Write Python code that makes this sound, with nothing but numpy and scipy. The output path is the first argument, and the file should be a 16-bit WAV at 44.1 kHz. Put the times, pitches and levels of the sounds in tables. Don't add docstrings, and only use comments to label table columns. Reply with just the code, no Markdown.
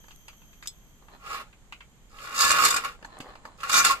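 import sys
import numpy as np
from scipy import signal
from scipy.fft import rfft, irfft
from scipy.io import wavfile
from scipy.ndimage import uniform_filter1d

SR = 44100
rng = np.random.default_rng(int(sys.argv[2]) if len(sys.argv) > 2 else 0)


def materialize(psi):
    bounded = np.clip(np.atleast_2d(psi).T, -1, 1)
    quanta = np.round(bounded * 32767).astype(np.int16)
    wavfile.write(sys.argv[1], SR, quanta)


N = 176400
T = np.arange(N) / SR
RING_T = T[:SR // 5]


def from_db(db):
    return 10 ** (np.asarray(db) / 20)


def unit_rms(x):
    return x / np.sqrt(np.mean(x ** 2) + 1e-20)


def unit_energy(x):
    return unit_rms(x) / np.sqrt(x.shape[-1])


def at_hz(curve, hz):
    curve_hz, values = np.transpose(curve)
    return np.interp(np.log(hz), np.log(curve_hz), values)


def panned(db):
    return from_db(np.array([[db], [-db]]) / 2)


def gesture(times, levels_db):
    lead_s = 0.0053
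    return from_db(np.interp(T + lead_s, times, levels_db, left=-150, right=-150))


# f/Hz, left-right correlation
STEREO_IMAGE = [(30, 0.48), (130, 0.97), (300, 0.83), (700, 0.78), (1150, 0.73), (1500, -0.0054),
                (2500, -0.23), (10000, -0.039)]
def stereo_phase(hz):
    return np.arccos(at_hz(STEREO_IMAGE, hz)) * np.array([[-0.5], [0.5]])


def noise(colour, size):
    hz = np.maximum(np.fft.rfftfreq(size, 1 / SR), 1)
    correlation = at_hz(STEREO_IMAGE, hz)
    mid, side = rfft(rng.standard_normal((2, size)))
    stereo = np.sqrt(1 + correlation) * mid + np.sqrt(1 - correlation) * side * [[1], [-1]]
    return unit_rms(irfft(stereo * from_db(at_hz(colour, hz)) * (hz > 10), size))


def dense_ring(colour, t60, tail_db, tail_t60):
    decay = from_db(-60 * RING_T / t60) + from_db(tail_db - 60 * RING_T / tail_t60)
    return unit_energy(noise(colour, len(RING_T)) * decay)


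def mode_ring(modes):
    ring = 0
    for hz, db, t60, pan_db in modes:
        wave = np.sin(2 * np.pi * (hz * RING_T + rng.random()) + stereo_phase(hz))
        ring += panned(pan_db) * wave * from_db(db - 60 * RING_T / t60)
    attack = 1 - np.exp(-RING_T / 0.0013)
    return unit_energy(ring * attack)


def excite(force, ring):
    return signal.oaconvolve(force[None], ring, axes=1)[:, :N]


def contacts(times, levels_db, skid_s):
    force = np.zeros(N + SR)
    for s, db in zip(times, levels_db):
        skid = rng.standard_normal(len(RING_T)) ** 3 * np.exp(-RING_T / skid_s)
        force[int(s * SR):][:len(skid)] += from_db(db) * unit_energy(skid)
    return force[:N]


def grains(per_s, spread_db, hiss_db):
    sizes = from_db(spread_db * np.minimum(rng.exponential(1, N), 4)) * rng.choice([-1, 1], N)
    impacts = unit_rms(sizes * (rng.random(N) < per_s / SR))
    grit = impacts + from_db(hiss_db) * rng.standard_normal(N)
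    return grit / np.sqrt(uniform_filter1d(grit ** 2, SR // 50) + 1e-9)


def scrape(force, make_ring, per_s, spread_db, hiss_db):
    shifts_per_s, swing_db = 18, 13
    knots = np.arange(200) / shifts_per_s
    drift = np.array([np.interp(T, knots, row) for row in rng.standard_normal((3, 200))])
    shares = from_db(swing_db * drift)
    shares /= np.sqrt(np.sum(shares ** 2, axis=0))
    return sum(excite(force * share * grains(per_s, spread_db, hiss_db), make_ring()) for share in shares)


# f/Hz, relative level/dB
AIR_EQ = [(25, 1.5), (45, 2), (80, -12), (160, -8.5), (300, -18.5), (600, -23.5), (1500, -26.5),
          (3200, -29), (5700, -37.5), (7100, -25.5), (8800, -36.5), (11000, -44.5), (14500, -52)]
def air():
    return from_db(-54.5) * panned(-1.6) * noise(AIR_EQ, N)


# f/Hz, width/Hz, level/dB before the fade
INSECT_BANDS = [(3176, 200, -75), (6310, 500, -71), (12650, 370, -72)]
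# t/s, gain/dB
INSECT_FADE = [(0, 8), (.55, 6), (1.0, 0.5), (1.5, -8), (2.1, -4), (2.8, -26), (4, -16)]
def insects():
    whine = 0
    for hz, width_hz, db in INSECT_BANDS:
        band = signal.butter(2, [hz - width_hz / 2, hz + width_hz / 2], "band", fs=SR, output="sos")
        whine += from_db(db) * unit_rms(signal.sosfilt(band, rng.standard_normal((2, N))))
    return whine * from_db(np.interp(T, *np.transpose(INSECT_FADE)))


# f/Hz, relative level/dB
CARDBOARD_EQ = [(100, -11), (220, 4), (350, -3.5), (480, 5.5), (650, 1.5), (850, 3.5), (1100, 2.5),
                (1700, -4.5), (3200, -15.5), (4300, -11.5), (5600, -28), (14000, -43)]
def cardboard_ring():
    return dense_ring(CARDBOARD_EQ, t60=0.018, tail_db=-14, tail_t60=0.11)


# t/s, relative level/dB
HAND_MOVES = [
    [(1.0, -81), (1.03, -52.5), (1.07, -67), (1.11, -51.5), (1.15, -43), (1.2, -65)],
    [(2.98, -56.5), (3.06, -49.5), (3.1, -46.5), (3.17, -42), (3.23, -43), (3.3, -40), (3.42, -55.5),
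     (3.48, -44.5), (3.58, -57.5)],
]
def scuffs():
    force = from_db(-6) * sum(gesture(*np.transpose(move)) for move in HAND_MOVES)
    return scrape(force, cardboard_ring, per_s=170, spread_db=4, hiss_db=-6)


# t/s, starting level/dB, f/Hz
BUMPS = [(2.447, -38, 75), (2.508, -32.5, 76), (3.203, -27.5, 305), (3.21, -35, 243)]
def thuds():
    t60_cycles = 4.9
    out = np.zeros(N + SR)
    for s, db, hz in BUMPS:
        cycles = hz * RING_T
        thud = np.sin(2 * np.pi * cycles) * from_db(db - 60 * cycles / t60_cycles)
        out[int(s * SR):][:len(thud)] += thud
    return out[:N]


# t/s, level/dB
WIRE_HITS = [(0.161, -27), (.284, -28), (3.188, -26)]
# f/Hz, relative level/dB
WIRE_EQ = [(4000, -15), (8000, 4.5), (14000, -8)]
def wire_ticks():
    force = contacts(*np.transpose(WIRE_HITS), skid_s=0.0002)
    return excite(force, dense_ring(WIRE_EQ, t60=0.008, tail_db=-24, tail_t60=0.06))


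# f/Hz, relative level/dB, t60/s, left over right/dB
FRAME_MODES = [(1108, 2, 0.09, -1.5), (1249.6, 10, 0.023, -8), (1379.4, -2, 0.074, 14.5),
               (1407.4, -3, 0.067, 13.5), (1698, -2.5, 0.057, 0), (2269, -8, 0.05, 14),
               (2389, -6, 0.031, -15.5), (2772, -8.5, 0.058, -14.5)]
# f/Hz, relative level/dB
FRAME_EQ = [(500, -14.5), (930, -7), (1120, -8.5), (1420, -0.5), (1600, -5.5), (1950, 0.5), (2400, -1.5),
            (2850, -2), (3200, -2.5), (8000, -19.5)]
def frame_ring():
    partials = mode_ring(FRAME_MODES)
    clang = dense_ring(FRAME_EQ, t60=0.054, tail_db=-7, tail_t60=0.18)
    return partials + from_db(-5) * clang


def rippled(ring):
    spacing_hz, depth_db = 170, 5
    hz = np.fft.rfftfreq(len(RING_T), 1 / SR)
    bumps = np.clip(rng.standard_normal(200), -1.4, 1.4)
    ripple = from_db(depth_db * np.interp(hz / spacing_hz, np.arange(200), bumps))
    cepstrum = irfft(np.log(ripple), len(RING_T))
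    minimum_phase = np.exp(rfft(2 * cepstrum * (RING_T < RING_T[-1] / 2)))
    return unit_energy(irfft(rfft(ring) * minimum_phase, len(RING_T)))


# f/Hz, relative level/dB, t60/s, left over right/dB
WHEEL_MODES = [(2975, -0.5, 0.13, 0), (3645, 6.5, 0.055, 9), (4250, 1, 0.067, -20),
               (4723, -3, 0.027, -25.5), (4874, 13, 0.04, 0), (6320, 6.5, 0.024, -5), (6930, 6, 0.046, -19),
               (7650, 7.5, 0.0094, -31), (7850, 6.5, 0.021, -20), (8490, 6, 0.017, 12),
               (12040, -1, 0.025, 18)]
# f/Hz, relative level/dB
STEEL_EQ = [(1000, -26), (2100, -5.5), (2900, -20), (3200, -5), (3700, 1.5), (5300, 2), (5800, -1.5),
            (7300, 5), (8600, -1.5), (10200, -11), (12000, -5.5), (14500, -23.5)]
def wheel_ring():
    partials = mode_ring(WHEEL_MODES)
    sizzle = rippled(dense_ring(STEEL_EQ, t60=0.018, tail_db=-14, tail_t60=0.17))
    return from_db(-3) * partials + from_db(0.5) * panned(-0.93) * sizzle


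# t/s, then relative level/dB of base, frame and wheel
LEVER_HITS = [(.04, -51.5, -67, -66), (0.082, -55.5, -62, -55), (0.106, -60, -51, -53),
              (0.281, -52, -46, -47.5), (.329, -63, -58.5, -62), (0.417, -60, -61, -72),
              (.528, -77, -60, -59), (.625, -53.5, -46.5, -47.5), (0.657, -49, -50, -44.5),
              (1.082, -50, -60, -71), (1.528, -60, -57.5, -77), (1.723, -55, -40.5, -51),
              (1.805, -70, -46, -72), (2.185, -65, -45, -58), (3.026, -42.5, -59, -64),
              (3.046, -37.5, -63, -48.5), (3.202, -41.5, -43, -42), (3.353, -46, -54, -58),
              (3.452, -40.5, -56, -49.5), (3.603, -54, -48.5, -44.5)]
# f/Hz, relative level/dB
DAMPED_FRAME_EQ = [(400, -22), (950, -8), (1250, 7), (1800, 1), (2450, 9), (3500, 0), (9000, -36)]
def lever_knocks():
    times, base_db, frame_db, wheel_db = np.transpose(LEVER_HITS)
    damped_ring = dense_ring(DAMPED_FRAME_EQ, t60=0.013, tail_db=-7.5, tail_t60=0.14)
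    base = excite(contacts(times, base_db + 25.5, skid_s=0.0013), cardboard_ring())
    frame = excite(contacts(times, frame_db + 29, skid_s=0.0058), damped_ring)
    wheel = excite(contacts(times, wheel_db + 21, skid_s=0.014), wheel_ring())
    return base + frame + wheel


# t/s, relative level/dB
PAWL_HITS = [(0.6733, -5), (0.6814, -12)]
# f/Hz, relative level/dB, t60/s, left over right/dB
PAWL_MODES = [(3440, -3, 0.13, 5), (3467, -4.5, 0.18, -4), (5110, 7, 0.079, -4), (6891, 10.5, 0.072, 3),
              (7900, 7, 0.098, 6), (8520, 10, 0.058, 10), (13150, 0, .05, 6)]
def pawl():
    clink = from_db(-2) * mode_ring(PAWL_MODES)
    clack = from_db(-3) * dense_ring(STEEL_EQ, t60=0.011, tail_db=-19, tail_t60=0.12)
    return excite(contacts(*np.transpose(PAWL_HITS), skid_s=0.0002), clink + clack)


# crest t/s, length/s, f/Hz, level/dB
STEEL_SWELLS = [(2.412, 0.11, 6800, -32.5), (2.424, 0.021, 4780, -23.5), (2.464, 0.27, 2740, -33.5),
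                (2.478, 0.23, 1710, -27.5), (2.596, 0.039, 1266, -21.5), (2.603, 0.079, 1389, -29),
                (3.756, 0.064, 1416, -24), (3.753, 0.046, 3640, -28), (3.775, 0.13, 6230, -26),
                (3.782, 0.17, 2370, -29), (3.78, 0.065, 4650, -36), (3.863, 0.072, 2730, -32.5),
                (3.916, 0.061, 1088, -23.5)]
def singing_steel():
    out = 0
    for crest_s, length_s, hz, db in STEEL_SWELLS:
        width_hz = 18.3 + 0.0062 * hz
        pole = np.exp((2j * np.pi * hz - np.pi * width_hz) / SR)
        tone = signal.lfilter([1], [1, -2 * pole, pole ** 2], rng.standard_normal(N))
        tone /= np.sqrt(uniform_filter1d(np.abs(tone) ** 2, SR // 50))
        stereo = np.sqrt(2) * np.real(tone * np.exp(1j * stereo_phase(hz)))
        arch = np.cos(np.pi * np.clip((T - crest_s) / length_s, -0.5, 0.5))
        out += from_db(db) * arch * stereo
    return panned(-2.3) * out


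# t/s, then relative level/dB of frame and wheel
TOOTH_HITS = [(2.401, -19, -42), (2.4468, -47, -27), (2.5141, -19.5, -21.5), (2.5854, -18.5, -50),
              (2.6493, -23.5, -20), (2.6605, -18, -27), (2.704, -51, -24), (2.7217, -41, -37),
              (2.742, -26.5, -27), (2.8452, -23.5, -39.5), (3.632, -23.5, -49), (3.694, -20, -32),
              (3.7271, -21.5, -28), (3.847, -12, -19)]
def ratchet_teeth():
    times, frame_db, wheel_db = np.transpose(TOOTH_HITS)
    frame = excite(contacts(times, frame_db + 22, skid_s=0.0048), frame_ring())
    wheel = excite(contacts(times, wheel_db + 26, skid_s=0.0036), wheel_ring())
    return frame + wheel


# f/Hz, relative level/dB
BASE_EQ = [(30, 2), (60, -30), (120, -20), (240, -2), (380, -8), (490, 6.5), (620, -2.5), (820, 2),
           (1100, -12), (2500, -57)]
def base_rumble(drum):
    shake = from_db(-29) * drum ** 0.62 * rng.standard_normal(N)
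    return excite(shake, dense_ring(BASE_EQ, t60=0.19, tail_db=-8, tail_t60=0.22))


# t/s, then relative level/dB of drum chatter and cable rasp
FIRST_PULL = [(1.19, -64, -84), (1.274, -39, -55), (1.346, -34, -45), (1.42, -39, -68), (1.44, -56, -74),
              (1.5, -67, -92)]
LONG_PULL = [(2.1, -67, -65), (2.134, -55.5, -66), (2.246, -41.5, -46.5), (2.314, -40, -51.5),
             (2.416, -27, -19), (2.44, -21, -24.5), (2.49, -27.5, -26), (2.514, -19, -22),
             (2.536, -22.5, -34), (2.608, -22.5, -30), (2.662, -20, -20.5), (2.68, -24, -25),
             (2.754, -29.5, -36), (2.769, -23, -25.5), (2.8, -35.5, -49), (2.835, -40.5, -54),
             (2.847, -30, -45), (2.971, -58.5, -70)]
LAST_PULL = [(3.581, -55.5, -59), (3.625, -43, -61), (3.64, -40.5, -45.5), (3.68, -35.5, -51),
             (3.698, -33.5, -33), (3.715, -34.5, -31.5), (3.742, -21, -23), (3.799, -20.5, -19.5),
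             (3.821, -25.5, -35), (3.84, -28.5, -28.5), (3.852, -22.5, -21), (3.88, -23, -26),
             (3.925, -23, -31), (3.944, -36, -52), (4.0, -46, -62)]
def tugs():
    drum = cable = 0
    for pull in (FIRST_PULL, LONG_PULL, LAST_PULL):
        times, drum_db, cable_db = np.transpose(pull)
        drum += gesture(times, drum_db)
        cable += gesture(times, cable_db)
    rumble = base_rumble(drum)
    chatter = scrape(from_db(-0.5) * drum, frame_ring, per_s=300, spread_db=0, hiss_db=-13)
    rasp = scrape(from_db(-1.14) * cable, wheel_ring, per_s=420, spread_db=3.5, hiss_db=-19)
    return rumble + chatter + rasp


def notched(x):
    edges_hz = [3065, 3275]
    return signal.sosfilt(signal.butter(2, edges_hz, "bandstop", fs=SR, output="sos"), x)


def scene():
    winch = notched(tugs() + ratchet_teeth()) + singing_steel()
    handling = thuds() + lever_knocks() + wire_ticks() + pawl() + scuffs()
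    return winch + handling + insects() + air()


def record(dry):
    cutoff_hz = 14300
    return signal.sosfilt(signal.ellip(10, 0.2, 80, cutoff_hz, fs=SR, output="sos"), dry)


dry = scene()
out = record(dry)
materialize(out)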